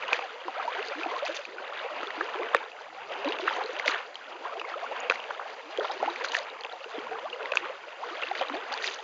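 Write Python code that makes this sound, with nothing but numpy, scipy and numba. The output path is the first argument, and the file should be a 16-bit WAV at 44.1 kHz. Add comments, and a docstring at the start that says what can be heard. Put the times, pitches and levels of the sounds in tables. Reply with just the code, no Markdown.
"""Kayak strokes on a calm lake

A kayak glides along; a small microphone on deck, close to the water, hears each paddle stroke.
The blade drags air under: sums of short gliding tones make gulps, gurgles, fizz and spray.
Drops smack the water and hull as ringing tones and noise bursts; the shaft hits the hull once.
Shaped noise makes the bow wave, hissing softly throughout."""
import sys
import numpy as np
from scipy import signal
from scipy.fft import rfft, irfft
from scipy.io import wavfile
from scipy.ndimage import uniform_filter1d, map_coordinates
from numba import njit

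SR = 44100
rng = np.random.default_rng(int(sys.argv[2]) if len(sys.argv) > 2 else 0)


def to_wav(sig):
    """Store sig (one row per channel, or 1-D mono) as 16-bit WAV at the path in sys.argv[1].

    Samples outside -1..1 are clipped; the rate is SR.
    """
    pcm = np.clip(np.atleast_2d(sig), -1, 1) * 32767
    pcm = np.round(pcm).astype(np.int16)
    wavfile.write(sys.argv[1], SR, pcm.T)  # frames by channels


N = 398223

# Single bubbles that stand out: (start t/s, start f/Hz, glide/octaves, length/ms, level/dB)
CLEAR_BUBBLES = [(.033, 980, -0.21, 8.7, -28.5), (.085, 1066, -0.11, 13, -27), (.113, 1400, 1, 9.6, -30),
                 (.125, 523, 0.5, 4.4, -23), (.125, 815, 1.5, 9.6, -19), (.191, 780, -0.18, 6.7, -24),
                 (.483, 740, 0.19, 28, -29.5), (.482, 960, 0, 10, -24), (.564, 534, 1.26, 41, -26.5),
                 (.595, 776, -0.018, 26, -30.5), (.598, 1166, 0.27, 16, -26), (.624, 1050, -0.36, 12, -27),
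                 (.647, 687, 0.18, 40, -30), (.678, 900, 0.3, 21, -21.5), (.783, 388, 0.74, 47, -26.5),
                 (.881, 456, -0.14, 38, -31.5), (.955, 286, 0.76, 82, -30), (1.033, 2470, 0.059, 11, -26),
                 (1.058, 328, .7, 60, -30.5), (1.06, 750, 0.24, 14, -28), (1.11, 1070, 0.069, 16, -29),
                 (1.128, 900, 0.88, 21, -35), (1.195, 1230, 0.2, 14, -31.5), (.95, 1320, 1, 9, -32),
                 (1.155, 990, 0.18, 24, -29), (1.224, 565, 1.2, 52, -26.5), (1.388, 540, 0.23, 31, -32.5),
                 (1.293, 570, 0.2, 19, -28), (1.048, 900, -.1, 14, -31), (.922, 2350, .1, 10, -31),
                 (1.583, 1460, 0.2, 21, -33), (2.03, 385, 1.6, 6.6, -26), (2.176, 307, 1.47, 116, -29.5),
                 (2.209, 1510, 0.32, 6.4, -20), (2.211, 1190, 0, 9.6, -23), (2.352, 365.6, 2, 100, -30.5),
                 (2.394, 496, -0.43, 29, -29), (2.397, 356, 0.81, 79, -29.5), (2.421, 1090, 0.38, 14, -27),
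                 (2.553, 358, 1, 18, -28), (2.603, 862, 0.61, 45, -35.5), (2.81, 820, 0.5, 8.9, -34.5),
                 (3.098, 483, 1.3, 39, -37), (3.245, 536, 0.16, 42, -24.5), (3.256, 273, 1.14, 65, -19.5),
                 (3.396, 600, 0.33, 15, -31), (3.3, 950, 0.12, 16, -30), (3.478, 1100, 1.4, 10.5, -21.5),
                 (3.508, 850, 0.2, 17, -27), (3.564, 637, 0.68, 23, -30), (3.581, 700, 0.31, 27, -28.5),
                 (3.608, 795, 0.87, 9.9, -25), (3.612, 690, 0.65, 15, -25), (3.647, 378, 0.85, 29, -28),
                 (3.691, 458, 0.56, 32, -29), (3.859, 564, 0.44, 19.5, -25), (3.944, 1070, 0, 7.1, -31),
                 (4.452, 920, 0.58, 20, -27.5), (4.556, 600, 1.1, 36, -31.5), (4.57, 392, 0.69, 57, -33),
                 (4.757, 481, 1.4, 41, -33.5), (4.97, 441, 1.2, 85, -38), (4.65, 2155, .1, 9, -31.5),
                 (4.598, 2630, 0.089, 7.7, -26.5), (4.614, 2550, 0, 8, -29), (4.644, 900, 1, 16, -32),
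                 (4.739, 1224, 0.096, 16, -25.5), (4.82, 640, .8, 39, -33), (4.84, 1030, 0.2, 21, -34),
                 (4.91, 750, .75, 32, -32), (4.863, 1460, -0.16, 15, -24.5), (4.91, 543, 0.6, 20, -30),
                 (5.306, 800, 0.51, 9.6, -26), (5.305, 970, 1.4, 10.5, -27), (5.412, 1270, 0.49, 5.9, -30),
                 (5.785, 444, 1.6, 25.7, -21), (5.786, 371, 0.91, 44, -24.5), (5.807, 1170, 1.1, 6.9, -24),
                 (5.81, 427, -0.29, 39, -29), (5.823, 570, 0.95, 24, -33.5), (5.845, 844, 1, 19, -26),
                 (5.846, 1187, 0.41, 16, -25.5), (5.896, 740, 0.45, 22, -22.5), (6.0, 940, 0.36, 29, -30.5),
                 (6.05, 331, 0.26, 130, -35), (6.026, 565, 1.6, 43, -26.5), (6.028, 720, 0.4, 11, -20.5),
                 (6.076, 726, 1, 26, -22.5), (6.334, 900, 0.4, 15, -27), (6.98, 273, 0.3, 18, -23),
                 (3.88, 260, 0.6, 24, -28), (6.988, 405, 0.54, 82, -36.5), (6.979, 370, 0.76, 19, -33),
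                 (6.71, 757, -0.15, 75, -39.5), (6.712, 1340, 0.17, 25, -39), (6.73, 855, 0.5, 19, -37),
                 (6.842, 1280, 0.46, 14, -37), (6.91, 1013, 0.43, 32, -44), (4.212, 1540, .1, 8, -35),
                 (5.395, 824, 1.8, 11, -29), (5.997, 372, 0.64, 54, -32), (6.202, 465, 0.54, 59, -31.5),
                 (6.394, 496, 2, 51, -39), (6.859, 410, 0.76, 32, -32.5), (6.941, 439, 0.6, 52, -31.5),
                 (7.112, 725, 0.45, 52, -32), (7.228, 519, 1.8, 62, -31.5), (7.11, 448, 0.079, 75, -32.5),
                 (7.346, 1900, 0.21, 6.9, -35), (7.368, 1400, 0.92, 8.7, -41), (7.327, 489.6, .5, 88, -35),
                 (7.356, 485, 1.1, 63, -34), (7.985, 558, 0.92, 58, -37), (8.54, 685, 0.81, 43, -32.5),
                 (.907, 558, 1.06, 53, -34), (1.112, 427, 1.8, 57, -30), (1.845, 463, 0.69, 45, -31.5),
                 (2.97, 780, 1, 104, -42), (3.169, 393, -0.059, 56, -34.5), (5.411, 580, 2.3, 17, -33.5),
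                 (5.594, 566, -0.37, 25, -36), (4.34, 324, 1.4, 64, -36.5), (2.03, 239, 1.1, 16, -27),
                 (.453, 373, -0.67, 50, -31), (.223, 800, -0.25, 51, -32.5), (7.068, 940, .4, 11, -28.5),
                 (7.154, 1190, 0.1, 10, -29), (7.186, 850, .5, 12, -29), (7.328, 2680, 0.2, 12, -28.5),
                 (7.518, 2330, 0.78, 9.4, -30), (7.519, 547, 0.22, 13, -27.5), (7.638, 964, 1.6, 24, -32),
                 (7.656, 1010, 1.7, 8.5, -26), (7.695, 501, 1.4, 45, -33.5), (8.024, 647, 1.9, 30, -30.5),
                 (8.108, 325.5, 1.1, 56, -31.5), (8.222, 1830, 1.2, 8, -25), (8.224, 1160, 0.96, 21, -28.5),
                 (8.234, 2640, 0.16, 10, -24), (8.239, 473, 0.42, 20, -27.5), (8.312, 718, 0.32, 16, -23),
                 (8.411, 685, 0.3, 17, -17.5), (8.414, 513, 0.11, 22, -21.5), (8.498, 910, 0.5, 8.5, -23),
                 (8.5, 269, 1.07, 97, -28.5), (8.041, 480, -0.067, 41, -35), (1.609, 573, 0.38, 50, -39.5),
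                 (8.725, 789, 0.36, 23, -28), (8.737, 1420, 0.74, 11, -29), (8.747, 925, 0.19, 18, -27.5),
                 (8.842, 1900, .1, 8, -27), (8.886, 1740, 0.28, 15, -30), (8.813, 1800, 0, 16, -32),
                 (8.716, 1230, 0, 12, -30)]
# Drops and slaps: (t/s, ring peak level/dB, ring f/Hz, hull knock re ring level/dB, splat re ring level/dB)
WATER_DROPS = [(0.0812, -25.5, 2740, -18, -21), (0.1151, -27, 1650, -16, -22), (0.1306, -8, 2490, -7, -22),
               (0.145, -23, 1880, -1, -4), (0.1914, -27, 2580, -2.5, -13), (0.4812, -29, 1300, 1, -20),
               (0.5824, -42, 4300, -23, -13), (0.653, -40, 4500, -27, -12), (0.85, -35, 4540, -24, -12),
               (0.8736, -34, 4170, -25, -12), (0.884, -28.5, 4700, -25, -8), (1.034, -32, 2530, -11, -21),
               (1.1912, -31, 3570, -27, -15), (1.264, -23, 2570, -23, -10), (1.3578, -39, 2020, -12, -15),
               (1.452, -25, 2500, -20, -23), (1.6758, -35, 1950, -13, -19), (2.031, -21.5, 1320, -5, -22),
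               (2.0712, -29.5, 3460, -28, -15), (2.105, -23.5, 1880, -14, -25),
               (2.2088, -24.5, 1200, 3, -29), (2.432, -25.5, 2060, -10, -27),
               (2.5656, -22.5, 2500, -4, -23), (2.717, -33, 2610, -8, -18), (3.121, -33, 3100, -18, -16),
               (3.138, -32, 3100, -20, -15), (3.246, -24, 2600, -12, -9), (3.439, -31, 2800, -20, -15),
               (3.536, -32, 3140, -20, -10), (3.2867, -27.5, 3900, -21, -20), (3.332, -27.5, 3060, -15, -9),
               (3.387, -25, 2680, -15, -8), (3.322, -21.5, 2820, -19, 1), (3.475, -22, 1550, -11, -22),
               (3.638, -31, 4000, -20, -15), (3.6601, -31, 4200, -17, -19), (3.766, -28, 2720, -15, -11),
               (3.7969, -17, 2080, -7, -9), (3.859, -27, 3200, -20, -16), (3.8795, -10.5, 2120, -6, -16),
               (3.8965, -19.5, 1360, -25, -16), (3.914, -24, 3980, -20, -15),
               (4.144, -38.5, 4200, -30, -12), (4.1553, -27.5, 3100, -18, -23),
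               (4.596, -24, 2780, -17, -26), (4.615, -25.5, 1230, -10, -22),
               (5.0025, -31.5, 6750, -25, -10), (5.0984, -9, 2510, 0, -15), (5.1096, -14, 1440, -4, -23),
               (5.121, -17, 1480, -25, -20), (5.157, -26, 2120, -16, -25), (5.201, -31, 2880, -13, -18),
               (5.24, -30, 2700, -20, -16), (5.306, -31, 1390, -10, -21), (5.7747, -25, 3220, -19, 2),
               (5.797, -29, 3300, -20, -11), (5.845, -21.5, 1270, -6, -15), (5.897, -32, 1000, -6, -17),
               (5.913, -29.5, 3830, -25, 0), (5.918, -31, 5130, -25, 2), (6.1005, -31.5, 3840, -22, -16),
               (6.2457, -18, 1500, -6, -19), (6.2857, -26.5, 4120, -21, -11),
               (6.3195, -23.5, 2950, -17, -5), (6.3499, -12.5, 1810, -15.5, -6),
               (6.3668, -18, 1850, -15, 11.5), (6.346, -18, 2640, -15, -14), (6.381, -46, 6530, -25, -4),
               (6.431, -39, 5000, -20, 1), (6.4996, -35.5, 3750, -25, -15), (6.6086, -32, 4330, -28, -15),
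               (6.636, -30, 3200, -25, -20), (6.648, -24.5, 2680, -20, -16), (6.725, -36, 3900, -29, -20),
               (6.842, -30, 2800, -8, -21), (7.329, -41, 2810, -9, -21), (7.3004, -33, 3180, -22, -33),
               (7.429, -29.5, 2600, -5, -13), (7.457, -24.5, 2010, -14, -24), (7.52, -18, 2570, -1, -21),
               (7.536, -21, 1490, -9, -21.5), (7.5553, -18, 1500, -12, 14), (7.5712, -8.5, 2570, -34, -21),
               (8.2178, -27, 3290, -25, -15), (8.224, -22, 2420, -2, -20), (8.314, -29, 2030, -3, -24),
               (8.352, -22, 2010, -6, -9), (8.387, -33, 4500, -22, -20), (8.4132, -24, 3060, -10, -12),
               (8.484, -30.5, 3800, -12, -12), (8.498, -22.5, 1280, -6, -18), (8.544, -37, 4400, -23, -10),
               (8.7214, -30, 3380, -22.5, -8), (8.739, -23.5, 4500, -10, -10), (8.776, -27, 3570, -25, -15),
               (8.788, -31, 2600, -13, -5), (8.529, -42, 3910, -22, -12), (8.8233, -33, 3750, -23, -15),
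               (8.842, -26, 1940, -16, -17), (8.8757, -21, 3850, -18.5, -9)]
# Ringing modes of the plastic hull: (f/Hz, relative level/dB, t60/s)
HULL_MODES = [(494, 0, 0.038), (1120, 3.5, 0.0097), (1804, -0.5, 0.016), (3730, -14.5, 0.013)]
# Relative spectrum of the bow wave: (f/Hz, level per Hz/dB)
BOW_SPECTRUM = [(100, -24.5), (250, -10), (400, -21.5), (700, -3), (1700, -14.5), (2800, -8.5), (3800, -33),
                (4700, -22), (6500, -28), (8000, -20)]
# Sheets of spray off the blade: (t/s, level/dB, fade time constant/ms)
SPRAY_SHEETS = [(0.125, -39.5, 43), (1.25, -41.5, 73), (1.344, -34, 29), (3.789, -39, 13), (3.858, -34, 16),
                (3.876, -28.5, 19), (5.098, -39.5, 58), (6.238, -33, 15), (6.316, -36.5, 38),
                (6.349, -31.5, 20), (7.55, -36.5, 26), (8.719, -34, 15), (8.84, -32.5, 66)]
# Shaft blow: (crack level before its ramp/dB, crack f/Hz, hull ring gain/dB)
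SHAFT_BLOW = (-1.55, 1490, -10.5)
# Level curves of the paddle strokes, left and right in turn; corner times may fall out of order:
# (gurgle start t/s, fizz and mist corner t/s, pocket end t/s, gurgle and fizz end t/s,
#  pockets level/dB, gurgle level/dB, fizz at corner level/dB, fizz at inner corner level/dB,
#  fizz at end level/dB, gurgle and fizz between strokes level/dB)
PADDLE_STROKES = [(-0.4, -0.27, 0.39, 0.16, -53, -44.5, -42, -42.5, -40, -46.5),
                  (0.77, 1.04, 1.05, 1.304, -45, -41.5, -35, -45.5, -38, -49.5),
                  (1.942, 1.5, 2.42, 2.53, -46.5, -40, -44.5, -43, -42, -52),
                  (3.15, 3.5, 3.66, 3.96, -36.5, -40, -37.5, -44.5, -33, -55),
                  (4.42, 5, 4.33, 4.87, -41, -42.5, -42, -48.5, -41, -49),
                  (5.78, 6, 6, 6.34, -43.5, -42, -39.5, -39, -40, -52.5),
                  (7, 7, 6.9, 7.7, -52, -43, -41.5, -49.5, -42, -52),
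                  (8.101, 8.3, 9.2, 8.86, -47, -41.5, -39, -42.5, -39.5, -47.5)]
# Spray re fizz, strokes on the far and on the near side: (far level/dB, near level/dB)
SIDE_SPRAY_DB = (-17.5, -15.5)
# Bright mist at the fizz and mist corner, one entry a stroke: (level/dB)
MIST_CORNER_DB = (-60, -55, -61, -55.5, -62, -53, -64.5, -55.5)

HISS_DB, HUSH_DB, TRICKLE_DB = -47.5, -84, -47.5
KNOCK_S = 2.5474
LEAD_S, DRAIN_S = 0.21, 0.15  # ramps ahead of the gurgle start and after the gurgle and fizz end
INNER_SHARE = 0.35  # place of the inner fizz corner between fizz corner and end
POCKET_FADE_S, POCKETS_CALM_DB, POCKETS_PATCHY_DB = 0.18, -59.5, 4
MIST_CALM_DB, MIST_RISE_S, MIST_FALL_S = -64.5, 0.52, 0.22
WOBBLE_MS, WOBBLE_HZ = 0.14, 90  # scale and rate of the path wander
SMALL_S, BIG_S = 0.018, 0.05  # lengths of brief and of long-lived bubbles
CRACKLE_DB = -12  # crisp ticks re spray
BASS_CUT_HZ, NOTCH_HZ, NOTCH_Q = 460, 5410, 9.7
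CLIP_LEVEL, TOP_HZ = .71, 16500


def undb(db):
    """Turn decibels into an amplitude ratio."""
    return 10 ** (np.asarray(db) / 20)


def unit(x):
    """Scale to an RMS of 1."""
    return x / np.sqrt(np.mean(x ** 2))


def walk(rate):
    """Random levels held 1 / rate s and slewed twice; spread near 1."""
    hold = int(SR / rate)
    steps = np.repeat(rng.standard_normal(N // hold + 1), hold)
    return 1.52 * uniform_filter1d(uniform_filter1d(steps, hold), hold)[:N]


def waver(x):
    """A path that keeps changing length bends the pitch a little up and down."""
    path = np.arange(N) + WOBBLE_MS * SR / 1000 * walk(WOBBLE_HZ)
    return map_coordinates(x, [path], order=1, mode="nearest")


@njit
def chirps(start, hz, octaves, seconds, size, turn, swell, big):
    """Sum of gliding tones that swell and fade; big ones (1) hold on longer and glide mostly at the end."""
    out = np.zeros(N)
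    for k in range(len(start)):
        n, first = int(seconds[k] * SR), int(start[k] * SR)
        step = 2 * np.pi * hz[k] / SR
        glide = np.log(2) * octaves[k] / n
        phase = turn[k]
        for i in range(min(n, N - first)):
            age = i / n
            fade = (1 - age) * (1 - (1 - big[k]) * age) / (1 + big[k] / 2)
            out[first + i] += size[k] * 2.5 * age ** swell * fade * np.sin(phase)
            phase += step
            step *= 1 + glide * (1 + big[k] * (2 * age - 1))
    return out


def bigness(seconds):
    """0 for brief bubbles, 1 for long-lived ones."""
    return np.clip((seconds - SMALL_S) / (BIG_S - SMALL_S), 0, 1)


def swarm(lo_hz, hi_hz, cycles, rise, spread_db, tilt_db, count):
    """Many small bubbles of random size; most are faint, a few stand out."""
    when, size, life, climb, luck, turn = rng.random((count, 6)).T
    hz = lo_hz * (hi_hz / lo_hz) ** size
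    gain = undb(-spread_db * np.log(1.015 - luck) + tilt_db * size)
    seconds = cycles * (0.19 + 1.74 * life ** 2) / hz
    tones = chirps(when * N / SR, hz, rise * climb, seconds, gain, 2 * np.pi * turn, 0.41, bigness(seconds))
    return unit(tones)


def stroke_db():
    """Levels of pockets, gurgle, fizz and spray, interpolated between the corners of each stroke."""
    start, corner, pocket_end, end, gulp, gurgle, fizz, inner, last, after = np.transpose(PADDLE_STROKES)
    calm = np.full(len(start), POCKETS_CALM_DB)
    before = np.roll(after, 1)
    side = np.resize(SIDE_SPRAY_DB, len(start))
    pocket_times = (start - POCKET_FADE_S, start, pocket_end, pocket_end + POCKET_FADE_S)
    gurgle_times = (start - LEAD_S, start, end, end + DRAIN_S)
    froth_times = (start - LEAD_S, corner, corner + INNER_SHARE * (end - corner), end, end + DRAIN_S)
    froth_db = np.array((before, fizz, inner, last, after))
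    curves = ((pocket_times, (calm, gulp, gulp, calm)),
              (gurgle_times, (before, gurgle, gurgle, after)),
              (froth_times, froth_db),
              (froth_times, froth_db + side))
    t = np.arange(N) / SR
    return [np.interp(t, np.ravel(s, "F"), np.ravel(db, "F")) for s, db in curves]


def bow_hiss():
    """Bow wave as shaped noise: its body swells with gurgle and fizz, its treble stays nearly even."""
    hz, db = np.transpose(BOW_SPECTRUM)
    f = np.maximum(np.arange(N // 2 + 1) * SR / N, 1)
    spectrum = rfft(rng.standard_normal(N)) * undb(np.interp(np.log(f), np.log(hz), db))
    hiss = irfft(spectrum, N)
    body = irfft(spectrum / (1 + (f / 3600) ** 6), N)
    effort_db = np.mean(stroke_db()[1:3], axis=0)  # gurgle and fizz
    swell = undb(0.47 * (effort_db - effort_db.mean()) + 2.7 * walk(5) + 2.4 * walk(30))
    return (hiss + (swell - 1) * body) / hiss.std() * undb(HISS_DB + 0.62 * walk(3))


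def trickle():
    """Small drips and plops along the hull, never stopping, as a swarm of uneven level."""
    drips = swarm(422.2, 3300., 12., 0.7, 3.5, -0.56, count=4000)
    return undb(TRICKLE_DB) * drips * undb(3.06 * walk(8.3))


def hull_ring(t):
    """The plastic hull, struck, rings briefly in a few decaying modes."""
    modes = sum(undb(db) * np.sin(2 * np.pi * hz * t) * undb(-60 * t / t60) for hz, db, t60 in HULL_MODES)
    return modes * (1 - np.exp(-t / 0.00062))


def knock():
    """The shaft hits the hull: a single-cycle crack, then the hull rings."""
    crack_db, hz, ring_db = SHAFT_BLOW
    t = np.maximum(np.arange(N) / SR - KNOCK_S, 0)
    crack = np.sin(2 * np.pi * np.minimum(hz * t, 1)) * (0.56 + 0.62 * hz * t)
    return undb(crack_db) * crack + undb(ring_db) * hull_ring(np.maximum(t - 1 / hz, 0))


def drops():
    """A drop rings its small cavity for a few ms, smacks, knocks the hull and splats."""
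    out, t = np.zeros(N + SR), np.arange(SR // 20) / SR
    hull = hull_ring(t)
    for s, db, hz, knock_db, splat_db in WATER_DROPS:
        noise = rng.standard_normal(len(t) + 1)
        ring = np.sin(2 * np.pi * hz * t) * (1 - np.exp(-t / 0.00023)) * np.exp(-t / 0.0016)
        smack_band = signal.butter(2, [0.31 * hz, 1.58 * hz], "band", fs=SR)
        smack = signal.lfilter(*smack_band, noise[1:] * np.exp(-t / 0.0022))
        splat = np.diff(noise) * np.exp(-t / 0.0011)  # differencing brightens the noise
        parts = ((ring, 0), (smack, -6), (hull, knock_db), (splat, splat_db))
        i = int(s * SR)
        out[i:i + len(t)] += sum(undb(db + rel_db) * x / np.abs(x).max() for x, rel_db in parts)
    return out[:N]


def mist():
    """Bright mist of small high bubbles, rising to and falling from one corner time of each stroke."""
    corner = np.transpose(PADDLE_STROKES)[1]
    calm = np.full(len(corner), MIST_CALM_DB)
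    times = np.ravel((corner - MIST_RISE_S, corner, corner + MIST_FALL_S), "F")
    levels = np.ravel((calm, MIST_CORNER_DB, calm), "F")
    mist_db = np.interp(np.arange(N) / SR, times, levels)
    return swarm(3300., 5400., 9., 0.48, 2.5, -0.86, count=14000) * undb(mist_db + 3.7 * walk(45))


def spray_sheets(crackle):
    """Sheets of spray: dense high chirps and ticks that start sharply and fade exponentially."""
    t = np.arange(N) / SR
    envelope = np.zeros(N)
    for at, db, ms in SPRAY_SHEETS:
        i = int(at * SR)
        age = np.maximum(t[i:] - at, 0)[:SR // 2]
        envelope[i:][:len(age)] += undb(db) * np.minimum(age / 0.0021, 1) * np.exp(-1000 * age / ms)
    sheet = swarm(2050.0, 6660.0, 4.7, 0.34, 3.4, -1.2, count=16000) * undb(3.3 * walk(160))
    ticks = undb(-5.5) * np.roll(crackle, N // 3)  # shifted away from the ticks in the spray
    return envelope * (sheet + ticks)


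def spray(level_db, surge, crackle):
    """Fine spray: very short high chirps with crisp ticks."""
    fine = swarm(3160.0, 7330.0, 5.5, 0.97, 4.4, -12.0, count=13000) * undb(0.66 * surge + 3.9 * walk(40))
    return undb(level_db) * (fine + undb(CRACKLE_DB) * crackle)


def fizz(level_db, surge):
    """Small bubbles fizz over a foam of tiny, densely packed bursts."""
    small = swarm(1263.0, 3650.0, 10.2, 0.3, 3.4, -0.35, count=9000) * undb(1.9 * surge + 2.16 * walk(45))
    foam = swarm(889.0, 3250.0, 6.0, 0.1, 4.2, 0.76, count=12000) * undb(1.4 * surge + 3.2 * walk(70))
    return undb(level_db) * (undb(-2.5) * small + undb(-3.0) * foam)


def gurgle(level_db, surge):
    """Middling bubbles gurgle among glugs with slow, long climbs; the heaving surface bends them."""
    glugs = swarm(310.1, 803.7, 26., 1.5, 3.1, -1.8, count=420)
    middling = swarm(402.2, 1487.0, 15.6, 0.7, 2.73, 1.0, count=2600) * undb(2.12 * surge + 1.5 * walk(40))
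    return undb(level_db) * waver(middling + undb(-4.5) * glugs)


def gulps(level_db):
    """Big air pockets gulp in low, patchy rising tones."""
    pockets = swarm(230., 399.8, 12., 0.75, 4.0, 7.3, count=500)
    return undb(level_db) * pockets * undb(POCKETS_PATCHY_DB * walk(4.8))


def churn():
    """Air dragged under by the blade, from fizz and spray down to big pockets."""
    gulp_db, gurgle_db, fizz_db, spray_db = stroke_db()
    surge = walk(16)  # small waves break and free bubbles of several sizes together
    crackle = swarm(2500., 6500., 2.7, 0.3, 3.6, -6.5, count=1500)
    bright = mist() + spray_sheets(crackle) + spray(spray_db, surge, crackle)
    return bright + fizz(fizz_db, surge) + gurgle(gurgle_db, surge) + gulps(gulp_db)


def bubbles():
    """Single bubbles ring and glide, mostly upward as they near the surface, which shakes them."""
    s, hz, octaves, ms, db = np.transpose(CLEAR_BUBBLES)
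    turn = 2 * np.pi * rng.random(len(s))
    tones = chirps(s, hz, octaves, ms / 1000, undb(db), turn, 0.3, bigness(ms / 1000))
    return waver(tones) * undb(2.45 * walk(140) - 0.2)


def scene():
    """Sum the bow wave, trickle, knock, drops and blade sounds in one channel."""
    return (bow_hiss() + trickle() + knock() + drops() + churn() + bubbles())[None]


def record(dry):
    """The small microphone loses bass and treble, with a faint low hush, and clips peaks."""
    x = signal.lfilter(*signal.butter(2, BASS_CUT_HZ, "high", fs=SR), dry)
    x = signal.lfilter(*signal.butter(2, 190, "high", fs=SR), x)
    hush = signal.lfilter(*signal.butter(2, [110, 230], "band", fs=SR), rng.standard_normal(N))
    x = x + undb(HUSH_DB + 4.4 * walk(5.7)) * unit(hush)
    # a narrow band is missing from the treble
    x = signal.lfilter(*signal.iirnotch(NOTCH_HZ, NOTCH_Q, fs=SR), x)
    x = signal.sosfilt(signal.butter(6, 6900, fs=SR, output="sos"), x)
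    x = signal.sosfilt(signal.cheby2(8, 30, 7900, fs=SR, output="sos"), x)
    x = np.clip(x, -CLIP_LEVEL, CLIP_LEVEL)
    # a last low-pass trims the top of the clipped peaks' spectrum
    return signal.sosfilt(signal.ellip(8, .1, 60, TOP_HZ, fs=SR, output="sos"), x)


dry = scene()
out = record(dry)
to_wav(out)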